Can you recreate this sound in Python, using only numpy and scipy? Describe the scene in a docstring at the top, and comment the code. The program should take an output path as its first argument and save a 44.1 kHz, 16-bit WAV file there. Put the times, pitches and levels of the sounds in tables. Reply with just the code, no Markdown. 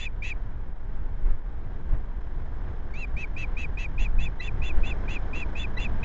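"""Two short bird whistles sound over wind and water; after a pause comes a run of fifteen more.
The caller is an osprey on a stick nest above a lake. Each whistle rises, falls and turns hoarse
at its top, where the second side of the syrinx (the bird's voice box) joins in with a higher tone.
Wind buffets the microphone and freshens over the choppy water, whose waves blend into a soft wash."""
import sys
import numpy as np
from scipy import signal
from scipy.fft import rfft, irfft
from scipy.io import wavfile
from scipy.ndimage import uniform_filter1d

SR = 44100
rng = np.random.default_rng(int(sys.argv[2]) if len(sys.argv) > 2 else 0)


def pcm_store(signal):
    """Save signal as 16-bit PCM."""
    levels = np.round(np.clip(np.atleast_2d(signal), -1, 1) * 32767)
    wavfile.write(sys.argv[1], SR, levels.astype(np.int16).T)


N = 266364
TIME = np.arange(N) / SR


def from_db(db):
    """Turn decibels into a volume multiplier."""
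    return 10 ** (np.asarray(db) / 20)


def unit_power(x):
    """Scale a signal to an average power of 1."""
    return x / np.sqrt(np.mean(x ** 2) + 1e-20)


def coloured_noise(colour):
    """Steady noise shaped by rows of (frequency_hz, level_db), fading steeply beyond them."""
    hz, db = np.transpose(colour)
    octave, known = np.log2(np.arange(N // 2 + 1) * SR / N + 1e-3), np.log2(hz)
    octaves_beyond = np.abs(octave - np.clip(octave, known[0], known[-1]))
    gain = from_db(np.interp(octave, known, db) - 36 * octaves_beyond)
    return unit_power(irfft(rfft(rng.standard_normal(N)) * gain, N))


def flutter(rate_hz, size=N):
    """Random wavering up to the given rate, about 1 in size."""
    white = rng.standard_normal(max(size, SR // 2) + SR // 4)
    smooth = signal.sosfilt(signal.butter(4, rate_hz, fs=SR, output="sos"), white)
    return unit_power(smooth[SR // 4:])[:size]


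def evened(x, span_s):
    """Take the slow swells out of a noise."""
    return x / np.sqrt(uniform_filter1d(x ** 2, int(span_s * SR)) + 0.02)


def gate(t, start, end, attack_s, release_s):
    """Fade in at the start and out at the end."""
    return (1 + np.tanh((t - start) / attack_s)) * (1 + np.tanh((end - t) / release_s)) / 4


def hump(x, centre, half_width, steepness=2):
    """A rounded bump that reaches 1 at its centre."""
    return np.exp(-np.abs((x - centre) / half_width) ** steepness)


# How strongly the wind blows: time_s, level_db
WIND_LEVELS = [(0.03, -55.5), (0.45, -54.5), (0.69, -56), (1.89, -54), (2.17, -54.5), (2.51, -52),
               (2.97, -52.5), (3.25, -52), (4.52, -51), (4.67, -49.5), (4.92, -46), (5.65, -48),
               (6.0, -46.5)]
def wind_strength_db():
    """The wind freshens unevenly as time goes on."""
    return np.interp(TIME, *np.transpose(WIND_LEVELS))


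# Brief drops in the wind: time_s, depth_db
WIND_LULLS = [(.76, 7.5), (1.42, 14), (2.11, 5), (3.03, 5), (3.271, 5), (4.37, 5.5)]
def lulls_db(half_length_s=0.051):
    """How far the wind has dropped at each moment."""
    return sum(depth_db * hump(TIME, time_s, half_length_s) for time_s, depth_db in WIND_LULLS)


# Tone colour of the water: frequency_hz, level_db
WAVE_COLOUR = [(150, 7), (450, 1), (520, -2.5), (950, -2.5), (1350, -9.5), (1560, -5.5), (2300, -18),
               (2700, -24.5), (3200, -21), (4900, -36), (5230, -28.5), (5600, -37.5), (6700, -36.5),
               (8000, -54.5)]
def lake(above_wind_db=5, lapping_db=1.06, lull_share=0.18):
    """Countless small waves merge into a soft wash that grows with the wind."""
    level_db = wind_strength_db() + above_wind_db - lull_share * lulls_db() + lapping_db * flutter(47)
    return from_db(level_db) * coloured_noise(WAVE_COLOUR)


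# Tone colours of the wind's deep thumps, rumble and hiss: frequency_hz, level_db
THUMP_COLOUR = [(10, 5.5), (18, 0.5), (29, -7.5), (38, -8.5), (46, -22)]
LOW_RUMBLE_COLOUR = [(44, -1), (54, 2.5), (68, -6.5), (100, -9.5), (160, -19.5), (280, -32.5)]
HISS_COLOUR = [(150, 7.5), (1000, -1.5), (2000, -10), (4000, -28.5), (7000, -40.5)]
# Gusts hitting the microphone: time_s, half_length_s, thump_change_db, rumble_change_db, hiss_change_db
WIND_GUSTS = [ (0.369, 0.014, 13.5, 3, 9), (1.01, 0.11, 5.5, 0, 5.5), (1.286, 0.063, 16, 2, 13.5),
              (1.937, 0.05, 11.5, 7, 12), (2.384, 0.025, 3.5, 3, 7), (2.694, 0.044, -3, 4, 8.5),
              (3.151, 0.021, 6.5, 6, 6), (3.52, 0.086, 3, -2, 8), (4.014, 0.032, 12, 3, 10.5),
              (4.176, 0.089, 12.5, 4.5, 5.5), (4.606, 0.088, 5.5, 8, 10), (4.784, 0.059, 14, 5, 13.5),
              (5.973, 0.2, 3.5, 2.5, 6.5)]
def wind_on_microphone(thump_db=-28, rumble_db=-36, hiss_db=-58):
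    """Gusts ride on the wind: they thump on the microphone and hiss across its housing."""
    for time_s, half_length_s, thump_change_db, rumble_change_db, hiss_change_db in WIND_GUSTS:
        gust = hump(TIME, time_s, half_length_s)
        thump_db += thump_change_db * gust
        rumble_db += rumble_change_db * gust
        hiss_db += hiss_change_db * gust
    swing_db = wind_strength_db() - wind_strength_db().mean()
    thumps = from_db(thump_db + 0.35 * swing_db) * evened(coloured_noise(THUMP_COLOUR), span_s=0.068)
    eddies_db = flutter(rate_hz=7)
    rumble_db += 0.55 * swing_db - lulls_db() + eddies_db
    rumble = from_db(rumble_db) * evened(coloured_noise(LOW_RUMBLE_COLOUR), span_s=0.11)
    hiss = from_db(hiss_db + 0.5 * swing_db) * coloured_noise(HISS_COLOUR)
    return thumps + rumble + hiss


def nest_echo(voice, echo_db=-30, fade_s=0.16):
    """The nest's sticks and platform add a faint, short echo to the voice."""
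    t = TIME[:SR // 2]
    tail = rng.standard_normal(len(t)) * from_db(-60 * t / fade_s) * (t > .003)
    return voice + from_db(echo_db) * signal.fftconvolve(voice, tail / np.linalg.norm(tail))[:N]


# Low squeaks just before the voice breaks upward: start_s, end_s, first_hz, last_hz, level_db
LOW_SQUEAKS = [(4.402, 4.412, 1955, 2034, -32.5), (5.773, 5.784, 1940, 2026, -33)]
def squeaks(octave_db=-7, third_db=-29):
    """Each squeak is a tiny rising tone with a strong overtone an octave up."""
    out = np.zeros(N)
    for start, end, first_hz, last_hz, level_db in LOW_SQUEAKS:
        phase = phase_of(np.interp(TIME, [start, end], [first_hz, last_hz]))
        tone = np.sin(phase) + harmonics(phase, octave_db, third_db)
        out += np.sqrt(2) * from_db(level_db) * tone * gate(TIME, start + .00029, end - .001, .0048, .002)
    return out


def phase_of(pitch_hz):
    """Count up a tone's vibrations as an angle; its sine is the sound."""
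    return 2 * np.pi * np.cumsum(pitch_hz) / SR


def harmonics(phase, octave_db, third_db):
    """Overtones at two and three times the pitch."""
    return from_db(octave_db) * np.sin(2 * phase) + from_db(third_db) * np.sin(3 * phase)


# Extra tones in a hoarse voice: pitch_multiple, level_db
HOARSE_TONES = [(3 / 4, -7), (5 / 4, -7), (6 / 4, -9), (7 / 4, -17), (8 / 4, -24), (9 / 4, -19),
                (10 / 4, -19), (11 / 4, -27)]
def ragged_tones(phase):
    """A hoarse voice repeats only every fourth cycle, adding tones that each waver on their own."""
    return sum(from_db(db) * np.sin(multiple * phase + .9 * flutter(150, len(phase)))
               for multiple, db in HOARSE_TONES)


# The moment when one whistle turns reedy: start_s, end_s, level_db
REEDY_MOMENT = (2.95, 3.03, -20)
def reedy_tones(t, phase):
    """Cycles alternate strong and weak, adding tones halfway between the harmonics."""
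    start, end, level_db = REEDY_MOMENT
    tones = np.sin(1.5 * phase) + .5 * np.sin(2.5 * phase)
    return from_db(level_db) * gate(t, start, end, .01, .006) * tones


def pitch_arch(progress, first_hz, top_hz, usual_climb_hz=319, end_share=0.835):
    """The pitch rises and falls with the bird's air pressure; wider climbs are straighter."""
    climb_hz, fall_hz = top_hz - first_hz, top_hz * (1 - end_share)
    curve = 1.85 * (usual_climb_hz / max(climb_hz, usual_climb_hz)) ** 0.78  # 1 is straight, 2 is round
    from_top = np.abs(2 * progress - 1)
    return top_hz - np.where(progress < .5, climb_hz * from_top ** curve, fall_hz * from_top ** 2.1)


def upper_voice(progress, arch_hz, gain, upper_db, hoarse_db, wander_hz, full_pitch_hz=3497):
    """The second side sings higher; coupling adds its octave and the sum of both pitches."""
    top_hz = full_pitch_hz + 8 * min(upper_db + 40, 0)  # a weak voice sits a little lower
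    phase = phase_of(top_hz * (1 - 0.22 * (progress - .62) ** 2) + wander_hz)
    overtones = np.sin(2 * phase) + from_db(-2) * np.sin(phase_of(arch_hz) + phase)
    overtone_gain = np.sqrt(2) * from_db(hoarse_db - 51) * hump(progress, .48, .31, 6)
    return gain * np.sin(phase) + overtone_gain * overtones


# Tone colour of the hoarse rasp: frequency_hz, level_db
RASP_COLOUR = [(1400, -34), (1900, -3), (2200, -9), (2550, -3.5), (3100, -21), (3800, -15.5), (4400, -26.5),
               (5100, -24), (5600, -46), (6100, -33.5), (6900, -26), (8200, -37)]
# The osprey's whistles: start_s, end_s, first_hz, top_hz, level_db, growth_db, hoarse_db, upper_db
WHISTLES = [ (-.025, .081, 2274, 2740, -33.5, 8, -9.5, -39.5),
            (0.222, .331, 2310, 2685, -33, 3.5, -12, -54.5),
            (2.937, 3.053, 2190, 2746, -34.5, 11.5, -24.5, -68),
            (3.167, 3.252, 2290, 2620, -33.5, 5, -18, -78.5),
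            (3.365, 3.452, 2380, 2690, -34, 4.5, -14.5, -68),
            (3.569, 3.658, 2367, 2684, -34.5, 2.5, -14, -56),
            (3.773, 3.865, 2400, 2683, -35, 3, -12.5, -61.5),
            (3.979, 4.073, 2427, 2720, -36.5, 3, -11.5, -49.5),
            (4.187, 4.281, 2450, 2740, -37, 3, -12, -42.5),
            (4.41, 4.496, 2590, 2766, -35.5, 5.5, -12, -42.5),
            (4.619, 4.717, 2450, 2756, -36.5, 2, -12.5, -42.5),
            (4.834, 4.931, 2450, 2760, -35.5, 2.5, -13, -41),
            (5.079, 5.178, 2336, 2756, -34, 6.5, -13, -49),
            (5.332, 5.441, 2417, 2760, -34, 4.5, -14.5, -50),
            (5.554, 5.659, 2436, 2775, -35, 4.5, -12, -38.5),
            (5.784, 5.871, 2640, 2780, -34, 4.5, -12, -42),
            (6.030, 6.14, 2470, 2840, -32.5, 11.5, 1.5, -47)]
def whistles(jitter_hz=190, crack_jitter_hz=1400, crack_drop_hz=600, sag_db=-2, rasp_db=-2.5):
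    """Two membranes sound together: the lower draws the arch, the upper fights it at full pressure."""
    out = np.zeros(N)
    jitter, tremble, wander, upper_tremble = flutter(300), flutter(370), flutter(200), flutter(110)
    rasp = from_db(rasp_db) * coloured_noise(RASP_COLOUR)
    for start, end, first_hz, top_hz, level_db, growth_db, hoarse_db, upper_db in WHISTLES:
        span = slice(max(0, int((start - .02) * SR)), int((end + .02) * SR))
        t = TIME[span]
        progress = np.clip((t - start) / (end - start), 0, 1)
        level, hoarseness = from_db(level_db), from_db(hoarse_db)
        pressure = hump(progress, .46, .37, 6.8)
        roughness = hoarseness * pressure
        upper_gain = from_db(upper_db) * hump(progress, .55, .19, 3)
        rivalry = upper_gain / level  # the lower voice yields as the upper one takes the air

        # at the top of a hoarse note the pitch shakes and slips
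        arch_hz = pitch_arch(progress, first_hz, top_hz)
        crack = hoarseness ** 2 * hump(progress, .56, .11, 2.3)
        crack_hz = crack * (crack_jitter_hz * jitter[span] - crack_drop_hz)
        phase = phase_of(arch_hz + jitter_hz * (roughness + .048) * jitter[span] + crack_hz)
        # a hoarse note starts with a kick and dips in the middle
        strain_db = hoarseness * (8 * hump(progress, 0, .08, 3.7) - 18 * hump(progress, .6, .12, 1.6))
        shape_db = strain_db + sag_db * pressure + growth_db * (progress - 1)
        lower_gain = level * from_db(shape_db) / (1 + 1.1 * rivalry)
        lower = (1 + roughness * tremble[span]) * np.sin(phase)
        reedy = (1 + .32 * tremble[span]) * reedy_tones(t, phase)
        # plain overtones show only where the voice is calm
        calm = (1 - pressure) * np.exp(-2.2 * hoarseness) * (1 + .5 * tremble[span])
        overtones = level * calm * harmonics(phase, octave_db=-29, third_db=-36)
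        upper = upper_voice(progress, arch_hz, upper_gain, upper_db, hoarse_db, 24 * wander[span])
        tones = lower_gain * (lower + reedy) + overtones + upper * (1 + .29 * upper_tremble[span])
        hoarse = level * (roughness + .025) * (rasp[span] + ragged_tones(phase) / (1 + 4 * rivalry))
        out[span] += (np.sqrt(2) * tones + hoarse) * gate(t, start + .00027, end - .003, .0013, .0032)
    return out


def scene():
    """Bird and nest close by, with wind and water, in one channel."""
    return (nest_echo(whistles() + squeaks()) + wind_on_microphone() + lake())[None]


def record(dry, cutoff_hz=8400):
    """A small outdoor microphone misses the highest treble."""
    return signal.sosfilt(signal.ellip(10, .2, 80, cutoff_hz, fs=SR, output="sos"), dry)


dry = scene()
out = record(dry)
pcm_store(out)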